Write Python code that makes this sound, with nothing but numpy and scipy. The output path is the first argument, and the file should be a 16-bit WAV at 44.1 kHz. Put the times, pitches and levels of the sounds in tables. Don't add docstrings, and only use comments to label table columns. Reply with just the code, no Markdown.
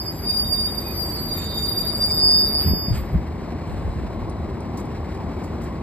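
import sys
import numpy as np
from scipy import signal
from scipy.fft import rfft, irfft
from scipy.io import wavfile

SR = 44100
rng = np.random.default_rng(int(sys.argv[2]) if len(sys.argv) > 2 else 0)


def to_wav(sig):
    pcm = np.clip(np.atleast_2d(sig), -1, 1) * 32767
    pcm = np.round(pcm).astype(np.int16)
    wavfile.write(sys.argv[1], SR, pcm.T)


N = 256662
TIME = np.arange(N) / SR
FREQ = np.arange(N // 2 + 1) * SR / N

# (time [s], speed [m/s])
SPEED = [(0, 3.6), (.3, 3.5), (.6, 2.9), (1, 2.2), (1.4, 1), (2, .5), (2.4, .3), (2.7, 0)]
# (time [s], pitch before Doppler and judder [Hz])
MAIN_PITCH = [(.3, 4718), (.62, 4708), (1.03, 4720), (1.25, 4688), (1.52, 4684), (1.8, 4710), (2.6, 4712)]
EXHAUST_DIFFUSE_DB, BLOCK_DIFFUSE_DB, TREBLE_DIFFUSE_DB = -16, -11, -9


def undb(db):
    return 10 ** (np.asarray(db) / 20)


def unit(x):
    return x / np.sqrt(np.mean(np.abs(x) ** 2))


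def curve(rows, order=1):
    rows = np.array(rows)
    return np.interp(TIME, rows[:, 0], rows[:, order])


def swell(rows):
    outside = np.maximum(rows[0][0] - TIME, 0) + np.maximum(TIME - rows[-1][0], 0)
    return undb(curve(rows)) * np.exp(-outside / 0.13)


def envelope(start, db, rise, fall, hold=0):
    age = TIME - start
    attack = np.clip(age / rise, 0, 1)
    decay = np.exp(-np.maximum(age - rise - hold, 0) / fall)
    return undb(db) * attack * decay


def noise(colour):
    hz, db = np.transpose(colour)
    octave, marks = np.log2(FREQ + 1), np.log2(hz)
    beyond = np.maximum(marks[0] - octave, 0) + np.maximum(octave - marks[-1], 0)
    gain = undb(np.interp(octave, marks, db) - 24 * beyond)
    return unit(irfft(rfft(rng.standard_normal(N)) * gain, N))


def wander(rate):
    return unit(irfft(rfft(rng.standard_normal(N)) / (1 + (FREQ / rate) ** 2), N))


def flutter(rate, order=1):
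    offset = np.fft.fftfreq(N // 32, 32 / SR)
    lines = rng.standard_normal(len(offset)) + 1j * rng.standard_normal(len(offset))
    slow = np.fft.ifft(lines / (1 + np.abs(offset / rate) ** (2 * order)))
    return unit(np.interp(TIME, np.linspace(0, TIME[-1], len(slow)), slow))


def ports(hz):
    # (frequency [Hz], phase [rad])
    port_phase = [(0, 0), (950, -.8), (1800, .2), (2500, 1.5), (3700, 1.1), (4750, 2.05), (5600, 2.8),
                  (6500, 3.3), (7200, 5.6), (9000, 6.7), (9450, 8.3), (9900, 9.3), (10700, 9.85),
                  (11400, 12), (13300, 12.5), (14200, 14.8), (15500, 15.7)]
    lead = np.interp(hz, *np.transpose(port_phase))
    return np.exp(1j * lead * np.array([[1], [-1]]) / 2)


def sides(pan_db):
    return undb(np.array([[pan_db], [-pan_db]]) / 2)


def spread(colour, diffuse_db, pan_db):
    direct = irfft(rfft(noise(colour)) * ports(FREQ), N)
    reflections = np.array([noise(colour), noise(colour)])
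    return unit(direct + undb(diffuse_db) * reflections) * sides(pan_db)


def bursts(rows, colour):
    return sum(envelope(*row) for row in rows) * spread(colour, TREBLE_DIFFUSE_DB, 0)


def doppler():
    return 1 + curve(SPEED) / 343


def travel_left():
    return np.cumsum(curve(SPEED)[::-1])[::-1] / SR


def nearness(rest_m):
    return rest_m / (rest_m + travel_left())


def caught(mode):
    # (mode, time [s], level [dB], rise [s], fall [s], hold [s])
    catch_rows = [("upper", -0.035, -31, 0.018, 0.025, 0.021), ("upper", 0.048, -31.5, 0.023, 0.027, 0.014),
                  ("upper", 0.15, -49, 0.022, 0.022, 0.059), ("low", 0.243, -47.5, 0.039, 0.097, .05),
                  ("low", 0.407, -48, .04, 0.027, .04), ("low", 0.54, -45, 0.032, 0.017, 0.04),
                  ("low", 0.66, -42, 0.015, 0.0076, 0.019), ("low", 0.74, -55.5, 0.012, 0.12, 0.13),
                  ("low", 1.27, -44, .14, .04, .2), ("low", 1.5, -45.5, .08, .025, .02),
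                  ("low", 1.62, -47, .06, .05, .22), ("low", 2.0, -47, .015, .012, .015),
                  ("low", 2.06, -48, 0.047, 0.029, 0.14), ("low", 2.287, -42, .06, 0.15, .022),
                  ("low", 2.82, -65, 0.024, .04, 0.043), ("thin", 0.17, -43.5, 0.071, .03, 0.54),
                  ("thin", 1.59, -37, 0.085, 0.022, 1.02), ("rasp", 0.19, -46, 0.17, 0.33, 0.14)]
    return sum(envelope(*row) for name, *row in catch_rows if name == mode)


def grabs():
    # (time [s], level [dB])
    steady_rows = [(.19, -50), (.27, -29), (.68, -28.5), (.9, -38.5), (.96, -31.5), (1.25, -33),
                   (1.45, -34.5), (1.95, -30.5), (2.15, -39), (2.25, -24), (2.35, -24), (2.38, -25),
                   (2.5, -26), (2.635, -27), (2.675, -48), (2.9, -57)]
    # (time of the peak [s], level [dB], length [s])
    surge_rows = [(.3, -21.5, 0.029), (.39, -22.5, 0.085), (0.532, -18.5, 0.025), (0.606, -23.5, 0.045),
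                  (0.662, -24, 0.028), (0.787, -26, .016), (0.87, -31, .011), (1.017, -26, 0.042),
                  (1.328, -26.5, .021), (1.581, -24, .013), (1.646, -24.5, 0.036), (1.691, -21, 0.015),
                  (1.724, -23.5, .016), (1.782, -20.5, 0.016), (1.814, -24, 0.014), (1.873, -24, .018),
                  (1.894, -24, 0.019), (1.956, -22.5, .014), (2.042, -18, 0.051), (2.118, -21.5, .022),
                  (2.188, -20.5, 0.031), (2.3, -21.5, 0.044), (2.553, -26.5, .03), (2.602, -24.5, 0.028)]
    power = swell(steady_rows) ** 2
    for peak, db, length in surge_rows:
        bell = np.exp(-(2 * (TIME - peak) / length) ** 2 / 2)
        power += (undb(db) * bell) ** 2
    return np.sqrt(power)


def judder():
    rest_hz, hz_per_m_s = 11, 4.5
    bend_hz, wide_bend_hz = 7, 23
    wide_s, wide_span_s = 1.55, .33
    rate = rest_hz + hz_per_m_s * curve(SPEED)
    swing = np.cos(2 * np.pi * np.cumsum(rate * (1 + .25 * wander(8))) / SR)
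    depth = bend_hz + wide_bend_hz * np.exp(-((TIME - wide_s) / wide_span_s) ** 2)
    return depth * (swing + .35 * wander(25))


def squeal(pitch, gain, rough, width_hz, scatter_db, pan_db, overtones_db=(), order=1):
    speed = curve(SPEED)
    ragged = rough * (0.18 + speed / (speed + 0.4))
    wave = (1 + ragged * flutter(width_hz, order)) / np.sqrt(1 + ragged ** 2)
    size = np.abs(wave) ** 1.08
    phase = 2 * np.pi * np.cumsum(pitch) / SR + np.angle(wave)
    scatter = undb(scatter_db) * flutter(38.5, order) * np.array([[1], [-1]])
    out = np.exp(1j * phase) * ports(pitch) * (1 + scatter)
    drive = (gain / gain.max()) ** 0.18
    for multiple, db in enumerate(overtones_db, start=2):
        out = out + undb(db) * drive * np.exp(1j * multiple * phase) * ports(multiple * pitch)
    return np.sqrt(2) * gain * size * np.real(out) * sides(pan_db)


def chirps(bend):
    # (from [s], to [s], pitch before Doppler and judder [Hz], level before trim [dB], roughness [ratio])
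    chirp_rows = [(.27, .36, 2458, -54, 1.5), (.83, .95, 2462, -51, 1), (1.35, 1.45, 2460, -56, 1.5),
                  (1.76, 1.85, 2460, -57, 1.5), (2.085, 2.115, 2300, -49, .3), (1.16, 1.21, 4220, -49, 3),
                  (1.41, 1.45, 4290, -49, 2), (1.48, 1.53, 4200, -49, 3), (1.66, 1.72, 4230, -50, 2),
                  (1.85, 1.89, 3950, -50, 3), (1.94, 1.98, 4170, -50, 2), (2.19, 2.23, 4230, -48, 3),
                  (2.235, 2.265, 4375, -48, .5), (1.14, 1.18, 4900, -43, 3), (1.55, 1.61, 4850, -45, 1),
                  (.92, 1.02, 5750, -56, 6), (1.24, 1.45, 6290, -57, 1), (2.7, 3, 6330, -59, .3),
                  (.12, .19, 7400, -59, 6), (.25, .7, 7200, -62, 7), (1.04, 1.09, 8100, -58, 4),
                  (1.05, 1.12, 7620, -58, 4), (1.18, 1.22, 7830, -54, 2), (1.36, 1.48, 7070, -52, 2),
                  (1.385, 1.42, 7300, -51, 3), (1.55, 1.68, 7050, -50, 1.5), (1.78, 1.83, 7200, -52, 4),
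                  (2.08, 2.11, 7000, -51, 1), (1.94, 2, 8080, -56, 2), (1.8, 2.52, 7360, -59, 1.2),
                  (1.85, 2.45, 7750, -62, 1.5), (.3, 1.9, 8450, -65, 2), (1.95, 2.6, 8465, -61, .7),
                  (1.8, 2, 12720, -62, 3), (2.42, 2.66, 14555, -60, .3)]
    trim_db = 7.5
    out = np.zeros((2, N))
    shift = doppler() + bend / MAIN_PITCH[-1][1]
    for start, end, hz, db, rough in chirp_rows:
        on = (TIME > start) & (TIME < end)
        arch = np.sqrt(np.abs(np.sin(np.pi * (TIME[on] - start) / (end - start))))
        wave = (1 + rough * flutter(10 + 20 * rough)[on]) / np.sqrt(1 + rough ** 2)
        phase = 2 * np.pi * hz * np.cumsum(shift[on]) / SR
        out[:, on] += undb(db + trim_db) * arch * np.real(wave * np.exp(1j * phase) * ports(hz))
    return out


def squeaks(low_hz, high_hz, count):
    short_s, long_s = .004, .035
    max_glide, size_range_db = .012, 12
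    out = np.zeros((2, N))
    for when, place, long, big, glide, turn in rng.random((count, 6)):
        size = int(SR * short_s * (long_s / short_s) ** long)
        start = int(when * SPEED[-1][0] * SR)
        part = np.linspace(0, 1, size)
        hz = low_hz * (high_hz / low_hz) ** place
        gliding_hz = hz * (1 + max_glide * (2 * glide - 1) * part)
        phase = 2 * np.pi * (turn + np.cumsum(gliding_hz) / SR)
        gain = undb(size_range_db * big ** 2) * np.sin(np.pi * np.sqrt(part)) ** 2
        out[:, start:start + size] += gain * np.real(np.exp(1j * phase) * ports(hz))
    return unit(out)


def scrape():
    # (frequency [Hz], relative level [dB])
    rub_colour = [(2000, 8), (3200, 9), (4400, 10), (5300, 8.5), (6500, 14.5), (7300, -16), (8000, -46),
                  (9300, 20.5), (10200, -11.5), (11500, -21), (12700, -30), (15500, 5)]
    rest_m, knee_m_s = 6, 0.57
    chatter_s, chatter_span_s = 1.4, 0.56
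    speed = curve(SPEED)
    strength = nearness(rest_m) * speed / np.hypot(speed, knee_m_s)
    hiss = undb(-49) * spread(rub_colour, TREBLE_DIFFUSE_DB, 0)
    grit = undb(-69) * squeaks(6800, 9300, count=1500)
    ringing = undb(-62.5) * squeaks(6950, 7900, count=700)
    chatter_gain = undb(-52.5) * np.exp(-((TIME - chatter_s) / chatter_span_s) ** 2)
    chatter = chatter_gain * squeaks(3950, 4800, count=1900)
    return (hiss + grit + ringing) * strength + chatter


def brakes():
    # (time [s], pitch before Doppler [Hz])
    upper_pitch = [(.09, 4816), (.16, 4792), (.22, 4735), (1.7, 4856), (2.6, 4858), (2.72, 4848)]
    # (time [s], level [dB])
    upper_level = [(1.8, -47), (1.92, -35.5), (1.98, -38), (2.04, -27), (2.075, -31), (2.11, -22),
                   (2.145, -23), (2.175, -28), (2.24, -16), (2.35, -15.5), (2.44, -18), (2.515, -38),
                   (2.56, -20), (2.635, -29.5), (2.68, -25.5), (2.89, -30), (3.06, -63)]
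    # (time [s], level [dB])
    top_level = [(0.0, -47.5), (0.84, -42.5), (1.85, -42.5), (1.97, -50), (2.03, -40.5), (2.56, -43.5),
                 (2.68, -33.5), (2.95, -54), (3.18, -69)]
    low_hz, thin_hz, rasp_hz, top_hz = 3677, 10592, 11880, 12136
    lift, bend = doppler(), judder()
    pace = curve(SPEED) / SPEED[0][1]
    upper_hz = curve(upper_pitch) * lift
    out = squeal(curve(MAIN_PITCH) * lift + bend, grabs(), rough=.24, width_hz=52,
                 scatter_db=-6.5, pan_db=-1.0, overtones_db=(-15, -32), order=2)
    out += squeal(upper_hz, undb(4.0) * caught("upper"), rough=0.27, width_hz=40,
                  scatter_db=-4.5, pan_db=-1.5, overtones_db=(-18,))
    out += squeal(upper_hz, swell(upper_level), rough=0.16, width_hz=14,
                  scatter_db=-20, pan_db=-2, overtones_db=(-25,))
    low_drift_hz = 4 * wander(4.7)
    out += squeal(low_hz * lift + low_drift_hz, undb(3.0) * caught("low"), rough=0.13, width_hz=63,
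                  scatter_db=-3.5, pan_db=-0.5, overtones_db=(-21,), order=2)
    out += squeal(thin_hz * lift, undb(-2.0) * caught("thin"), rough=0.82, width_hz=59,
                  scatter_db=-21.0, pan_db=0.0)
    top_jitter_hz = 38 * pace * wander(70)
    top_waver_db = 2.5 * (1.5 - pace) * wander(16)
    out += squeal(top_hz * lift + top_jitter_hz, undb(1.0 + top_waver_db) * swell(top_level),
                  rough=1.06, width_hz=55, scatter_db=-13.0, pan_db=0)
    out += squeal(rasp_hz * lift, caught("rasp"), rough=4, width_hz=160, scatter_db=-24, pan_db=1)
    return out + chirps(bend) + scrape()


def diesel():
    # (frequency [Hz], relative level [dB])
    exhaust_colour = [(20, -19), (30, -45), (40, -4), (52, -1.5), (75, 3.5), (110, -2.5), (140, -5),
                      (200, -31), (400, -51)]
    # (frequency [Hz], relative level [dB])
    block_colour = [(80, -25), (140, -9), (225, 2.5), (270, -5), (345, -2), (480, -10.5), (680, -10),
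                    (900, -13), (1100, -13.5), (1350, -28.5), (2000, -45)]
    # (frequency [Hz], relative level [dB])
    clatter_colour = [(700, -13), (1300, 2.5), (1700, 1.5), (2200, 2.5), (2600, -4.5), (3500, -11),
                      (4000, -7), (4500, -9.5), (5300, -9.5), (6200, -19.5), (7800, -18), (10300, -27),
                      (12500, -24), (15500, -27)]
    firing_hz, hum_hz, rest_m = 34.5, 162.2, 14.2
    firing = np.cos(2 * np.pi * np.cumsum(firing_hz * (1 + 0.0773 * wander(3.46))) / SR)
    exhaust_db = -31 + 0.12 * wander(1.4)
    exhaust = spread(exhaust_colour, EXHAUST_DIFFUSE_DB, 0) * undb(exhaust_db)
    block_db = -32.5 + 1.0 * firing + 0.66 * wander(18.0)
    block = spread(block_colour, BLOCK_DIFFUSE_DB, 2.45) * undb(block_db)
    clatter_db = -47 + 0.17 * firing + 1.25 * wander(29)
    clatter = spread(clatter_colour, TREBLE_DIFFUSE_DB, 0.27) * undb(clatter_db)
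    hum = undb(-38.5) * np.real((1 + .5 * flutter(3.6)) * np.exp(2j * np.pi * hum_hz * TIME))
    shade = undb(-2 * np.exp(-((TIME - 4.41) / 0.34) ** 2))
    step = undb(1.3 * np.clip((TIME - 3.9) / 0.25, 0, 1))
    return (exhaust + block * step + clatter * shade + hum) * nearness(rest_m)


def tyres():
    # (frequency [Hz], relative level [dB])
    tyre_colour = [(150, -20), (230, -1), (300, -6.5), (450, -5.5), (800, -23), (1300, -17)]
    level_db, rest_m = -33, 0.37
    rolling = nearness(rest_m) * np.sqrt(curve(SPEED))
    return spread(tyre_colour, BLOCK_DIFFUSE_DB, 1.2) * undb(level_db) * rolling


def gusts():
    # (time [s], level [dB], rise [s], fall [s], hold [s])
    gust_rows = [(0.377, -39, 0.055, 0.12, 0.29), (2.643, -20.5, 0.029, 0.033, 0.064),
                 (2.86, -27.5, 0.052, 0.13, 0.028), (3.113, -19, 0.033, 0.029, 0.012),
                 (3.644, -25.5, 0.11, 0.36, 0.089)]
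    # (frequency [Hz], relative level [dB])
    gust_colour = [(25, -18), (50, 4.5), (110, -1.5), (200, -10), (350, -21), (700, -43.5)]
    strength = sum(envelope(*row) for row in gust_rows) * undb(3.4 * wander(11))
    return spread(gust_colour, -4.0, 0) * strength


def vents():
    # (time [s], level [dB], rise [s], fall [s], hold [s])
    vent_rows = [(1.39, -46, 0.027, 0.063, .005), (2.595, -40.5, 0.0059, 0.064, 0.041),
                 (2.885, -52.5, 0.0087, 0.1, .02), (2.92, -43, 0.015, 0.035, 0.039),
                 (3.66, -52, 0.012, 0.23, .005)]
    # (frequency [Hz], relative level [dB])
    vent_colour = [(900, 8.5), (2100, 12), (3000, 8.5), (4500, 1.5), (6000, -6), (7500, 1), (9000, 3),
                   (10500, -25), (12500, -2), (15000, -18)]
    sputter_db = 1.8 * wander(45)
    return bursts(vent_rows, vent_colour) * undb(sputter_db)


def thumps():
    # (time [s], level before colouring and trim [dB], length of the push [ms])
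    push_rows = [(2.66, -16, 5.9), (2.696, -16, 10.4), (2.712, -18.5, 2.5), (2.734, -13.5, 1.85),
                 (2.88, -17, 5.7), (3.14, -19, 4.7), (3.147, -10.5, 5.7), (3.158, -15.5, 5.7)]
    # (frequency [Hz], width [Hz], level before trim [dB])
    resonance_rows = [(73.4, 34, 3.5), (106, 62, -21), (167, 57, -3), (191, 60, 5.5), (274, 23, 0)]
    force, shudder = np.zeros(N), wander(110)
    for start, db, push_ms in push_rows:
        part = np.clip((TIME - start) * 1000 / push_ms, 0, 1)
        force += undb(db) * np.sin(np.pi * part)
        force += shudder * envelope(start, db - 17, rise=0.0081, fall=0.0085)
    response = 0
    for hz, width, db in resonance_rows:
        damping = 1j * FREQ * width
        response = response + undb(db) * damping / (hz ** 2 - FREQ ** 2 + damping)
    return undb(3.5) * irfft(rfft(force) * response, N) * sides(0.36)


def leak():
    # time [s], level [dB], rise [s], fall [s], hold [s]
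    leak_row = (3.2, -63, .3, 1.1, .55)
    start_hz, end_hz, sink_s, width_hz = 4280, 3950, 1.2, 170
    hz = curve([(leak_row[0], start_hz), (leak_row[0] + sink_s, end_hz)])
    jet = flutter(width_hz) * np.exp(2j * np.pi * np.cumsum(hz) / SR)
    return unit(np.real(jet * ports(hz))) * envelope(*leak_row) * undb(wander(9))


def ticks():
    # (time [s], level [dB], rise [s], fall [s])
    tick_rows = [(4.296, -48, 0.0011, 0.0091), (4.604, -46, .001, .004), (4.854, -51, .001, .004),
                 (5.146, -50, .001, 0.0065)]
    # (frequency [Hz], relative level [dB])
    tick_colour = [(2500, -29), (5300, 10), (8400, -8), (9100, 15), (10000, -10), (15500, -8)]
    return bursts(tick_rows, tick_colour)


def puffs():
    # (time [s], level [dB], rise [s], fall [s])
    puff_rows = [(4.771, -42.5, 0.0038, 0.019), (4.795, -54, 0.006, .012), (5.43, -49.5, 0.014, .018),
                 (5.612, -52, 0.0062, .015), (5.632, -52, .006, 0.03)]
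    # (frequency [Hz], relative level [dB])
    puff_colour = [(2500, -22), (4800, 10), (8000, 6), (12500, 1), (15500, 2)]
    return bursts(puff_rows, puff_colour)


def scene():
    rolling = brakes() + diesel() + tyres()
    halting = gusts() + vents() + thumps()
    return rolling + halting + leak() + ticks() + puffs()


def record(dry):
    thinned = signal.sosfilt(signal.butter(3, 32, "high", fs=SR, output="sos"), dry)
    return signal.sosfilt(signal.ellip(10, .2, 80, 15750, fs=SR, output="sos"), thinned)


dry = scene()
out = record(dry)
to_wav(out)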